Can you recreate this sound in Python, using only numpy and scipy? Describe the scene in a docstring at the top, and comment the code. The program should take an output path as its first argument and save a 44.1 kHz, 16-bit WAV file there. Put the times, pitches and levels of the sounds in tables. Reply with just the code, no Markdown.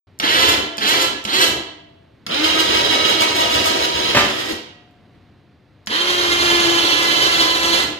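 """An electric winch on a quad bike moves a steel plow blade in a garage: three short lifts, one lowering, one long lift.
Each run starts with the clack of the contactor; shaft harmonics sweep up, whine and throb, and noise clashing
once a turn grinds like planetary gears until the motor brakes.
The blade, a set of decaying modes with a crunch, lands on the concrete floor near the end of the lowering.
Noise echoes with a decay of their own in each band make the bare room ring after every stop, over quiet air."""
import sys
import numpy as np
from scipy import signal
from scipy.fft import rfft, irfft, next_fast_len
from scipy.io import wavfile
from scipy.ndimage import map_coordinates

SR = 44100
rng = np.random.default_rng(int(sys.argv[2]) if len(sys.argv) > 2 else 0)


def store_pcm(level_fs):
    """Save levels as 16-bit WAV."""
    pcm = np.round(np.clip(level_fs, -1, 1) * 32767).astype(np.int16)
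    wavfile.write(sys.argv[1], SR, np.atleast_2d(pcm).T)


N = 352468
T = np.arange(N) / SR  # seconds

# Motor runs. Each row: power on and off in seconds, spin-up time constant and braking time in seconds,
# direction (0 winding in, 1 paying out), nominal shaft speed in Hz, then relative levels in dB of the gears,
# whine against grinding, mount, scraping and upper whine harmonics, and the lead of the left port in ms.
RUNS = [(0.196, 0.551, 0.05, 0.14, 0, 341.7, -18.5, -2, -27.5, -38.5, -4, 0.4),
        (0.78, 1.05, 0.047, 0.128, 0, 339.6, -19, -3, -28.5, -37, -1.5, 0.4),
        (1.25, 1.457, 0.047, 0.17, 0, 341, -20.5, -1.5, -28, -32.5, -1, 0.39),
        (2.265, 4.52, 0.046, 0.045, 1, 319.7, -21.5, -3.5, -28.5, -45, 0, 0.59),
        (5.873, 7.818, 0.039, 0.13, 0, 337.8, -19.5, -3, -31, -41.5, -0.5, 0.3)]
# Skid shoes and blade edge touching the floor. Each row: start in seconds, relative level in dB.
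LANDING = [(4.146, -11), (4.166, -13.5), (4.189, -18), (4.235, -28.5)]
# Housing rattled by the teeth while winding in. Each row: frequency in Hz, relative density in dB per Hz.
GRIND_IN = [(250, -83.5), (550, -3.5), (800, -1.5), (1300, 1.5), (2000, -1.5), (2500, -2.5), (3150, 2),
            (4200, -5), (5000, -4), (6500, -8.5), (8300, -20), (12000, -15.5), (15500, -41.5)]
# Dry scraping of drum and cable. Each row: frequency in Hz, relative density in dB per Hz.
SCRAPE = [(2500, -25), (5000, -4), (7000, -1.5), (8400, -6.5), (10500, -11.5), (12200, -5.5), (13500, -12),
          (15500, -20.5)]
# Vibration of the mount and rack. Each row: frequency in Hz, relative density in dB per Hz.
MOUNT = [(25, -48.5), (48, -40), (65, 0), (110, -5.5), (170, -7.5), (260, -1.5), (320, 4), (420, 1),
         (600, -8), (1000, -6.5), (2500, -65.5)]
# Quiet room air. Each row: frequency in Hz, relative density in dB per Hz.
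AIR = [(25, -16), (50, -9), (90, 6), (140, 1), (320, -3), (500, -10.5), (1000, -16), (2000, -18.5),
       (4000, -25.5), (8000, -44.5), (15000, -49.5)]
TURNS_PER_ROUND = 16  # shaft turns in one round of the planet carrier


def amp(db):
    """Decibels to gain."""
    return 10 ** (np.asarray(db) / 20)


def unit(x):
    """Scale to rms 1."""
    return x / np.sqrt(np.mean(x ** 2) + 1e-20)


def along(points, hz):
    """Rows of frequency in Hz and value, read on a log frequency axis."""
    f, v = np.transpose(points)
    return np.interp(np.log(hz + 1), np.log(f + 1), v)


def wobble(rate):
    """A smooth random curve, rate knots a second."""
    coarse = T[::32]
    knots = rng.standard_normal(4096)
    curve = map_coordinates(knots, [coarse * rate], mode="wrap")
    return np.interp(T, coarse, curve)


def filtered(x, response):
    """x times a response of frequency."""
    m = next_fast_len(N + SR // 4)
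    hz = np.fft.rfftfreq(m, 1 / SR)
    return irfft(rfft(x, m) * response(hz), m)[..., :N]


def coloured(spectrum, gate=1):
    """Gated noise through a spectrum, scaled to rms 1."""
    noise = gate * rng.standard_normal(N)
    return unit(filtered(noise, lambda hz: amp(along(spectrum, hz))))


def fade(t, t60):
    """Exponential decay by 60 dB in t60 seconds."""
    return np.exp(-np.log(1000) * t / t60)


def ring(modes, t):
    """Decaying modes, struck at new strengths and phases each time."""
    out = 0
    for hz, db, t60 in modes:
        strength = amp(db + 2 * rng.normal())
        out = out + strength * fade(t, t60) * np.sin(2 * np.pi * (hz * t + rng.random()))
    return out


def add(track, s, sound):
    """Mix a sound in at s seconds."""
    start = round(s * SR)
    track[start:start + len(sound)] += sound[:N - start]


def swells(events):
    """Bell-shaped swells of gain from rows of centre in seconds, level in dB and half-length in seconds."""
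    return sum(amp(db) * np.exp(-2 * ((T - s) / length) ** 2) for s, db, length in events)


def per_run():
    """The settings of the latest run at every sample, one array for each column."""
    table = np.array(RUNS)
    latest = np.maximum(np.searchsorted(table[:, 0], T) - 1, 0)
    return table[latest].T


def shaft():
    """Share of full speed, power left, speed in Hz and turns made: a quick spin-up, a pull, a braked stop."""
    # The long lift starts on a slack cable and slows as the blade's weight comes on.
    # Each row: time in seconds, Hz above the run's nominal speed.
    overspeed_points = [(5.9, 22), (6.11, 20), (6.22, 11.5), (6.3, 8.5), (6.55, 7), (6.66, 2.5),
                        (6.85, 0.5), (7.1, -0.55), (7.35, 0.5), (7.62, -2.5), (7.78, 2.5)]
    on, off, spin_up, coast, _, speed_hz, *_ = per_run()
    powered = np.clip(1 - (T - off) / coast, 0, 1)
    share = (1 - np.exp(-np.maximum(T - on, 0) / spin_up)) * powered
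    overspeed = (T > RUNS[-1][0]) * np.interp(T, *np.transpose(overspeed_points))
    waver = 1 + 0.001504 * wobble(25) + 0.00197 * wobble(7)
    hz = (speed_hz + overspeed) * share * waver
    return share, powered, hz, np.cumsum(hz) / SR


def whine(turns, hz, pace, age, paying_out, treble_db, light_db, rough, flutter_hz):
    """Shaft harmonics sweep through the housing's resonance, throb with the carrier and flutter with uneven teeth."""
    # Whine winding in and paying out. Each row: multiple of the nominal shaft speed, relative level in dB.
    whine_in = [(0.6, -22), (1, -16), (2, -15), (3, -11), (4, -6), (5, -5), (6, -4), (7, -9.5), (8, -4.5),
                (9, -2), (10, -3.5), (11, -7), (12, -1), (13, -5.5), (14, -14.5), (15, -16.5), (16, -17),
                (17, -19), (18, -17), (19, -18), (20, -23)]
    whine_out = [(0.6, -14), (1, -16), (2, -11), (3, -6), (4, -4), (5, -10), (6, -9), (7, -6), (8, -8),
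                 (9, -1), (10, -4), (11, -9), (12, -2), (13, -7.5), (14, -10.5), (15, -11), (16, -18),
                 (17, -18), (18, -14), (19, -20), (20, -15)]
    # The housing sings under the starting torque, then settles.
    # In order: frequency and half-width in Hz, starting boost in dB, settling time constant in seconds.
    housing = (3130, 65, 8, 0.48)
    housing_hz, width_hz, housing_db, settle_s = housing
    singing_db = housing_db * np.exp(-age / settle_s)
    # depth of each harmonic's throb: it deepens as the blade rises
    beat_in, beat_in_per_s, beat_out = 0.44, 0.18, 0.65
    beat = np.where(paying_out, beat_out, beat_in + beat_in_per_s * age)
    flutter_build_s = 0.17  # the whine sweeps up cleanly and only then starts to flutter
    rough = rough * (1 - np.exp(-age / flutter_build_s))
    out = np.zeros(N)
    for order in range(1, len(whine_in) + 1):
        # levels belong to the frequency, so a harmonic changes level as it sweeps
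        in_db = np.interp(order * pace, *np.transpose(whine_in))
        out_db = np.interp(order * pace, *np.transpose(whine_out))
        db = np.where(paying_out, out_db, in_db)
        resonant = 1 / (1 + ((order * hz - housing_hz) / width_hz) ** 2)
        upper = np.clip((order - 10) / 2, 0, 1)
        db = db + singing_db * resonant + light_db * (1 - resonant) + treble_db * upper
        angle = 2 * np.pi * (order * turns + rng.random())
        # each harmonic swells at its own point of the planet carrier's round
        swell = 1 + beat * np.sin(2 * np.pi * (turns / TURNS_PER_ROUND + rng.random()))
        steady = (1 + rough * wobble(flutter_hz)) * np.cos(angle)
        flutter = rough * wobble(flutter_hz) * np.sin(angle)
        out += amp(db) * swell * (steady + flutter)
    return unit(out)


def winch(share, powered, hz, turns):
    """Motor and gears: whine, tooth clatter, scraping and the humming mount all follow the shaft."""
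    # Brief surges of whine and grinding, with rasps; while lowering roughly once per slow planetary round.
    # Each row: centre in seconds, gear surge in dB, rasp in dB, half-length in seconds.
    surges = [(0.495, -17.5, -30, 0.024), (0.895, -13.5, -24.5, 0.031), (1.019, -22, -28, 0.029),
              (1.421, -9, -24, 0.023), (2.458, -6, -35, 0.052), (2.601, -5, -31, 0.026),
              (2.928, -13.5, -42.5, 0.04), (3.088, -10, -36, 0.042), (3.225, -2.5, -29, 0.03),
              (3.366, -14, -33, 0.025), (3.411, -3.5, -32.5, 0.03), (3.526, -12, -32.5, 0.05),
              (3.669, -1.5, -26, 0.031), (3.836, -3, -33.5, 0.035)]
    # Housing rattled while paying out. Each row: frequency in Hz, relative density in dB per Hz.
    grind_out = [(250, -36), (550, -0.5), (800, -6), (1200, -5.5), (2000, -5), (2400, -2.5), (3100, -1),
                 (4200, -6.5), (5200, -6.5), (6500, -14.5), (8300, -21.5), (12000, -25), (15500, -43.5)]
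    # Hum of the planetary stages. Each row: multiple of the shaft speed, relative level in dB.
    gear_tones = [(0.876, -11), (1.183, -7), (1.56, -4)]
    on, _, _, _, direction, speed_hz, gear_db, whine_db, mount_db, scrape_db, treble_db, _ = per_run()
    surge = swells((s, db, length) for s, db, _, length in surges)
    rasp = swells((s, db, length) for s, _, db, length in surges)
    paying_out, age = direction > .5, np.maximum(T - on, 0)
    mesh_s = 0.025  # the gears take up their play before they grind
    meshed = 1 - np.exp(-(age / mesh_s) ** 2)
    # once the blade rests on the floor the cable goes slack and unloads gears and mount
    unload_s, unloaded_gears_db, unloaded_mount_db = 0.11, -4, -6.5
    slack = paying_out * np.clip((T - LANDING[0][0]) / unload_s, 0, 1)

    # the gears work harder while the shaft accelerates, and ease as the blade sinks
    start_torque_db, start_torque_s, lowering_db_per_s = 11, 0.065, -0.99
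    effort_db = start_torque_db * np.exp(-age / start_torque_s) + lowering_db_per_s * age * paying_out
    # the long lift starts softly, its cable still slack
    slack_start_db, slack_start_s = -8.5, 0.07
    effort_db = effort_db + (T > RUNS[-1][0]) * slack_start_db * np.exp(-age / slack_start_s)
    load = meshed * (1 + surge) * amp(gear_db + effort_db + unloaded_gears_db * slack)

    # the planet carrier loads the shaft once per round: it throbs and swings the pitch
    carrier = np.sin(2 * np.pi * turns / TURNS_PER_ROUND)
    throb = amp(1.0 * carrier + 1.47 * wobble(35) + 0.88 * wobble(12))
    warble_turns = 0.015  # how far the load swings the shaft ahead and behind
    swung = turns + warble_turns * carrier

    start_whine_db, start_whine_s = 7, 0.1
    pressing_db = start_whine_db * np.exp(-age / start_whine_s)
    light_load_db_per_hz = -0.1  # a lightly loaded, overspeeding motor whines less
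    light_db = light_load_db_per_hz * np.maximum(hz - speed_hz, 0)
    tones = whine(swung, hz, hz / speed_hz, age, paying_out, treble_db, light_db, rough=0.33, flutter_hz=44.91)
    surge_whine = 0.5  # a surge raises the whine more than the grinding
    tones = tones * amp(1.0 + pressing_db - 11.0 * slack) * share ** 2.66 * (1 + surge_whine * surge)

    # teeth clash once a turn, each time with a new force; they unload as soon as the power is cut
    clash = amp(1.8 * np.cos(2 * np.pi * turns) + 1.5 * wobble(330))
    grind_paying_out = amp(-0.5) * coloured(grind_out, clash)
    grind_winding_in = amp(-3.0) * coloured(GRIND_IN, clash)
    grind = np.where(paying_out, grind_paying_out, grind_winding_in)
    gears = load * powered ** 5.8 * (grind * share ** 2.7 + amp(whine_db) * tones)

    lift_scrape_db_per_s = 3  # the cable rubs harder as the blade rises
    steady_rub = amp(scrape_db + lift_scrape_db_per_s * age * ~paying_out)
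    rubbing = np.hypot(steady_rub, rasp)
    scrape = rubbing * amp(4.5 + 0.99 * carrier) * share ** 2.7 * coloured(SCRAPE, clash)

    hum = unit(sum(amp(db) * np.sin(2 * np.pi * multiple * turns) for multiple, db in gear_tones))
    hum_in_db, hum_out_db = -4.5, -9.5  # against the mount's rumble
    hum = hum * amp(np.where(paying_out, hum_out_db, hum_in_db)) * share ** 4
    # the heavy rack's deep rumble builds up slowly
    rumble_hz, rumble_build_s = 128.6, 0.21
    shake = coloured(MOUNT, amp(1.9 * carrier))
    deep = filtered(shake, lambda f: 1 / (1 + (f / rumble_hz) ** 4))
    built_up = shake - deep * np.exp(-age / rumble_build_s)
    rumble = amp(unloaded_mount_db * slack) * share ** 0.5 * built_up
    mount = meshed * amp(mount_db) * (rumble + hum)
    return throb * (gears + scrape + mount)


def freewheel(powered, turns, level_db, rise_s):
    """With the cable slack the motor sings on a few clean harmonics until it is switched off."""
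    # Whine of the motor running free. Each row: multiple of the shaft speed, relative level in dB.
    whine_free = [(4, -10), (6, 0), (12, -14), (15, -17)]
    paying_out = per_run()[4] > .5
    free = paying_out * np.clip((T - LANDING[0][0]) / rise_s, 0, 1) * powered
    tones = sum(amp(db) * np.sin(2 * np.pi * order * turns) for order, db in whine_free)
    return amp(level_db) * free * tones


def drone(share, turns, waver_db):
    """Shaft imbalance drones once a turn; a tone at three times that swells with the slow planetary stage."""
    # Clean shaft tones. Each row: time in seconds, once-a-turn and three-times-a-turn relative levels in dB.
    drone_levels = [(0.3, -50, -33.5), (0.55, -31, -30), (0.85, -39, -26), (1.02, -33.5, -32),
                    (1.4, -41, -36), (2.42, -23.5, -36), (2.72, -30, -27.5), (2.92, -34, -28.5),
                    (3.5, -32.5, -18), (4.1, -36.5, -34.5), (4.5, -28, -41), (5.95, -26, -39),
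                    (6.28, -29.5, -29.5), (6.42, -24.5, -29.5), (6.72, -19.5, -32.5), (6.9, -29, -28.5),
                    (7.55, -33.5, -29), (7.82, -24.5, -35.5)]
    s, first_db, third_db = np.transpose(drone_levels)
    paying_out = per_run()[4] > .5
    # shaft turns per slow round, time of a crest in seconds, depth of the swell
    turns_per_slow_round, crest_s, slow_swell = 47.5, 3.55, 0.74
    crest_turns = np.interp(crest_s, T, turns)
    slow = np.cos(2 * np.pi * (turns - crest_turns) / turns_per_slow_round)

    def tone(order, db):
        """A harmonic of the shaft at a wavering level."""
        level = amp(np.interp(T, s, db) + waver_db * wobble(22))
        return level * np.sin(2 * np.pi * order * turns)

    first = tone(order=1, db=first_db)
    third = (1 + slow_swell * slow * paying_out) * tone(order=3, db=third_db)
    return share ** 3 * (first + third)


def squeaks(pitch_hz, width_hz):
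    """Short squeaks: swells of narrow noise near the housing's strongest resonance; the first brightens the
    whine as it sweeps through that resonance in the first spin-up."""
    # Each row: centre in seconds, relative level in dB, half-length in seconds.
    squeak_events = [(0.288, -17, 0.018), (1.425, -19, 0.025), (2.45, -25, 0.024), (2.502, -22.5, 0.022),
                     (3.425, -24, 0.02), (4.44, -28.5, 0.019), (5.916, -37, 0.012), (7.52, -23, 0.022)]
    noise = rng.standard_normal(N)
    squeal = filtered(noise, lambda hz: 1 / (1 + ((hz - pitch_hz) / width_hz) ** 2))
    return swells(squeak_events) * unit(squeal)


def switching(thump_hz):
    """The switch ticks, the contactor slams and bounces and clicks open after the lowering, and the starting
    torque jolts the rack."""
    # Contactor closing. Each row: start in seconds, relative level in dB, frame thump against it in dB.
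    contactor = [(0.1985, -6, -30), (0.7806, -8.5, -26.5), (1.25, -7.5, -26), (2.2647, -11.5, -23),
                 (5.8709, -10, -26)]
    # Its plunger and case. Each row: nominal frequency in Hz, relative level in dB, nominal t60 in seconds.
    plunger = [(960, -15.5, 0.015), (2220, -15, 0.012), (2870, -9.5, 0.017), (3500, -7.5, 0.014),
               (4220, -2, 0.014), (4860, -2.5, 0.016), (6100, -8.5, 0.0096), (11540, -33.5, 0.02)]
    # Light ticks of the rocker switch, and the contactor clicking open as the lowering stops. Each row: start
    # in seconds, relative level in dB.
    switch = [(0.189, -35), (0.771, -28), (1.241, -28.5), (4.522, -24.5), (4.909, -61.5), (5.861, -37.5)]
    out, cracks, ticks, t = np.zeros(N), np.zeros(N), np.zeros(N), np.arange(SR // 4) / SR
    for s, db, thump_db in contactor:
        # slam and bounce: seconds late, level in dB
        for late, bounce_db in [(0.0005, -8.5), (0.004, -19.5)]:
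            stretched = t * (1 + 0.037 * rng.normal())  # shifts pitch and decay together
            add(out, s + late, amp(db + bounce_db) * ring(plunger, stretched))
            add(cracks, s + late, amp(db + bounce_db) * fade(t, 0.03))
        thump = fade(t, 0.22) * np.sin(2 * np.pi * thump_hz * t)
        add(out, s + 0.0021, amp(db + thump_db + 5.5) * thump)
    for s, db in switch:
        add(ticks, s, amp(db) * fade(t, 0.021))
    return out + amp(0.5) * cracks * coloured(GRIND_IN) + ticks * coloured(SCRAPE)


def frame(x):
    """Lightly damped steel tubes and springs pick up the vibration and ring on."""
    # Each row: frequency in Hz, width in Hz, relative level in dB.
    tubes = [(579, 2.4, 0.5), (1010, 49, -10), (2100, 40, -7)]
    return sum(amp(db) * signal.lfilter(*signal.iirpeak(hz, hz / width, SR), x) for hz, width, db in tubes)


def landing():
    """The blade meets the floor in several contacts: each crunches and rings the steel."""
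    # The steel blade. Each row: frequency in Hz, relative level in dB, t60 in seconds.
    blade = [(81.5, -18.5, 0.5), (168, -9, 0.55), (224.3, -7.5, 0.94), (344.4, -11, 0.2), (487, -9, 0.19),
             (583, 2, 0.45), (669, -2, 0.31), (716, -33.5, 4.7), (1020, -12, 0.55), (1200, -3.5, 0.25),
             (1755, -2, 0.14), (1910, -4, 0.24), (2180, -7.5, 0.23), (2700, 1, 0.11), (3060, -1.5, 0.38),
             (3600, -14, 0.25), (3950, -23.5, 0.25)]
    # Crunch of steel on concrete. Each row: frequency in Hz, relative density in dB per Hz.
    crunch_colour = [(45, -22.5), (75, -3.5), (200, -2.5), (550, -8), (800, -5.5), (2000, -5), (3000, -4.5),
                     (4500, -13), (7000, -16), (9000, -32), (15000, -28.5)]
    steel, crunch, t = np.zeros(N), np.zeros(N), np.arange(2 * SR) / SR
    for s, db in LANDING:
        onset = amp(db) * (1 - np.exp(-t / 0.0024))
        add(steel, s, amp(-9) * onset * ring(blade, t))
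        add(crunch, s, onset * fade(t, 0.17))
    return steel + crunch * coloured(crunch_colour)


def stop_thuds(thud_t60):
    """At every stop the rack thuds; after the lifts the hanging blade rings on."""
    # Each row: start in seconds, ring of the blade and thud of the rack in relative dB.
    stops = [(0.595, -32, -26), (1.06, -49, -30), (1.51, -34, -25.5), (4.524, -58, -25), (7.84, -33, -31)]
    # The blade hanging on its springs. Each row: frequency in Hz, relative level in dB, t60 in seconds.
    hanging = [(302.8, 2.5, 1.3), (394, -13, 1.5), (593, -15, 1.4), (670, -6, 1.8)]
    steel, thud, t = np.zeros(N), np.zeros(N), np.arange(2 * SR) / SR
    for s, ring_db, thud_db in stops:
        onset = 1 - np.exp(-t / 0.004)
        add(steel, s, amp(ring_db) * onset * ring(hanging, t))
        add(thud, s, amp(thud_db) * onset * fade(t, thud_t60))
    return steel + thud * coloured(MOUNT)


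def footstep():
    """One soft step on the concrete, back from the blade: a short fading burst of noise."""
    # In order: start in seconds, relative level in dB, t60 in seconds.
    step = (5.147, -45, 0.06)
    s, db, t60 = step
    t = np.maximum(T - s, 0)
    return amp(db) * (1 - np.exp(-t / 0.002)) * fade(t, t60) * coloured(AIR)


def room_air():
    """Quiet, slowly wavering noise of the room, partly shared by both ports and partly separate."""
    shared = coloured(AIR)
    separate = np.array([coloured(AIR), coloured(AIR)])
    return amp(-52.5 + 1.1 * wobble(4.3)) * (shared + 0.33 * separate)


def tail():
    """One answer of the walls, from all sides: alike in both ports only in the bass."""
    # Garage reverberation. Each row: frequency in Hz, t60 in seconds.
    reverberation = [(80, 0.28), (300, 0.51), (1000, 0.65), (3000, 0.7), (6000, 0.52), (12000, 0.31)]
    hz, t = np.fft.rfftfreq(256, 1 / SR)[:, None], np.arange(300) * 128 / SR
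    a, b = rng.standard_normal((2, 2, len(hz), len(t)))
    mid, side = (a + 1j * b) * fade(t, along(reverberation, hz))
    alike = np.sinc(hz / 950)
    mid, side = mid * np.sqrt(1 + alike), side * np.sqrt(1 - alike)
    pair = signal.istft(np.array([mid + side, mid - side]), SR, nperseg=256)[1]
    return pair / np.linalg.norm(pair[0])


def garage(x, wet_db, lead_ms):
    """Direct sound reaches the left port first; echoes keep changing as the hand-held microphone drifts."""
    lead = np.round(lead_ms * SR / 1000).astype(int)
    late = np.clip(np.arange(N) - lead, 0, N - 1)
    # overlapping stretches of sound, each with a new answer of the walls
    hop = SR // 3
    window = np.sin(np.pi * np.arange(2 * hop) / (2 * hop))
    padded, walls = np.pad(x, (hop, 2 * hop)), np.zeros((2, N + 3 * SR))
    for start in range(0, N + hop, hop):
        stretch = padded[start:start + 2 * hop] * window
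        echo = signal.fftconvolve(stretch[None], tail(), axes=1)
        walls[:, start + SR // 200:][:, :echo.shape[1]] += echo  # echoes come 5 ms late
    return np.array([x, x[late]]) + amp(wet_db) * walls[:, hop:hop + N]


def scene():
    """Winch, switchgear and blade in the garage, over room air; the close rack is heard drier."""
    share, powered, hz, turns = shaft()
    near = winch(share, powered, hz, turns) + squeaks(pitch_hz=3080, width_hz=104) + switching(thump_hz=209)
    machine = garage(near + frame(near), wet_db=-1.5, lead_ms=per_run()[-1])
    close = drone(share, turns, waver_db=3.0) + stop_thuds(thud_t60=0.18)
    rack = garage(close, wet_db=-7.5, lead_ms=0.41)
    free = garage(freewheel(powered, turns, level_db=-33.5, rise_s=0.36), wet_db=-3.5, lead_ms=0.24)
    floor = garage(landing() + footstep(), wet_db=-2.0, lead_ms=0.1)
    return amp(-2.0) * (machine + rack) + free + floor + room_air()


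def record(dry):
    """Silence before start_s; each port has its own colour; peaks are rounded; the top of the band is cut."""
    # Microphone ports. Each row: frequency in Hz, left minus right in dB.
    port_colour = [(60, 2), (200, 0.5), (400, 2), (700, 3.5), (1300, -1), (2400, -2), (4400, -9), (8100, 6),
                   (12000, -1.5)]
    start_s, top_hz = 0.07, 15500
    halves = np.array([[.5], [-.5]])  # each port takes half the difference
    ports = filtered(dry * (T > start_s), lambda hz: amp(along(port_colour, hz) * halves))
    rounded = ports / (1 + np.abs(ports / 0.9) ** 6) ** (1 / 6)
    return filtered(rounded, lambda hz: hz < top_hz)


dry = scene()
out = record(dry)
store_pcm(out)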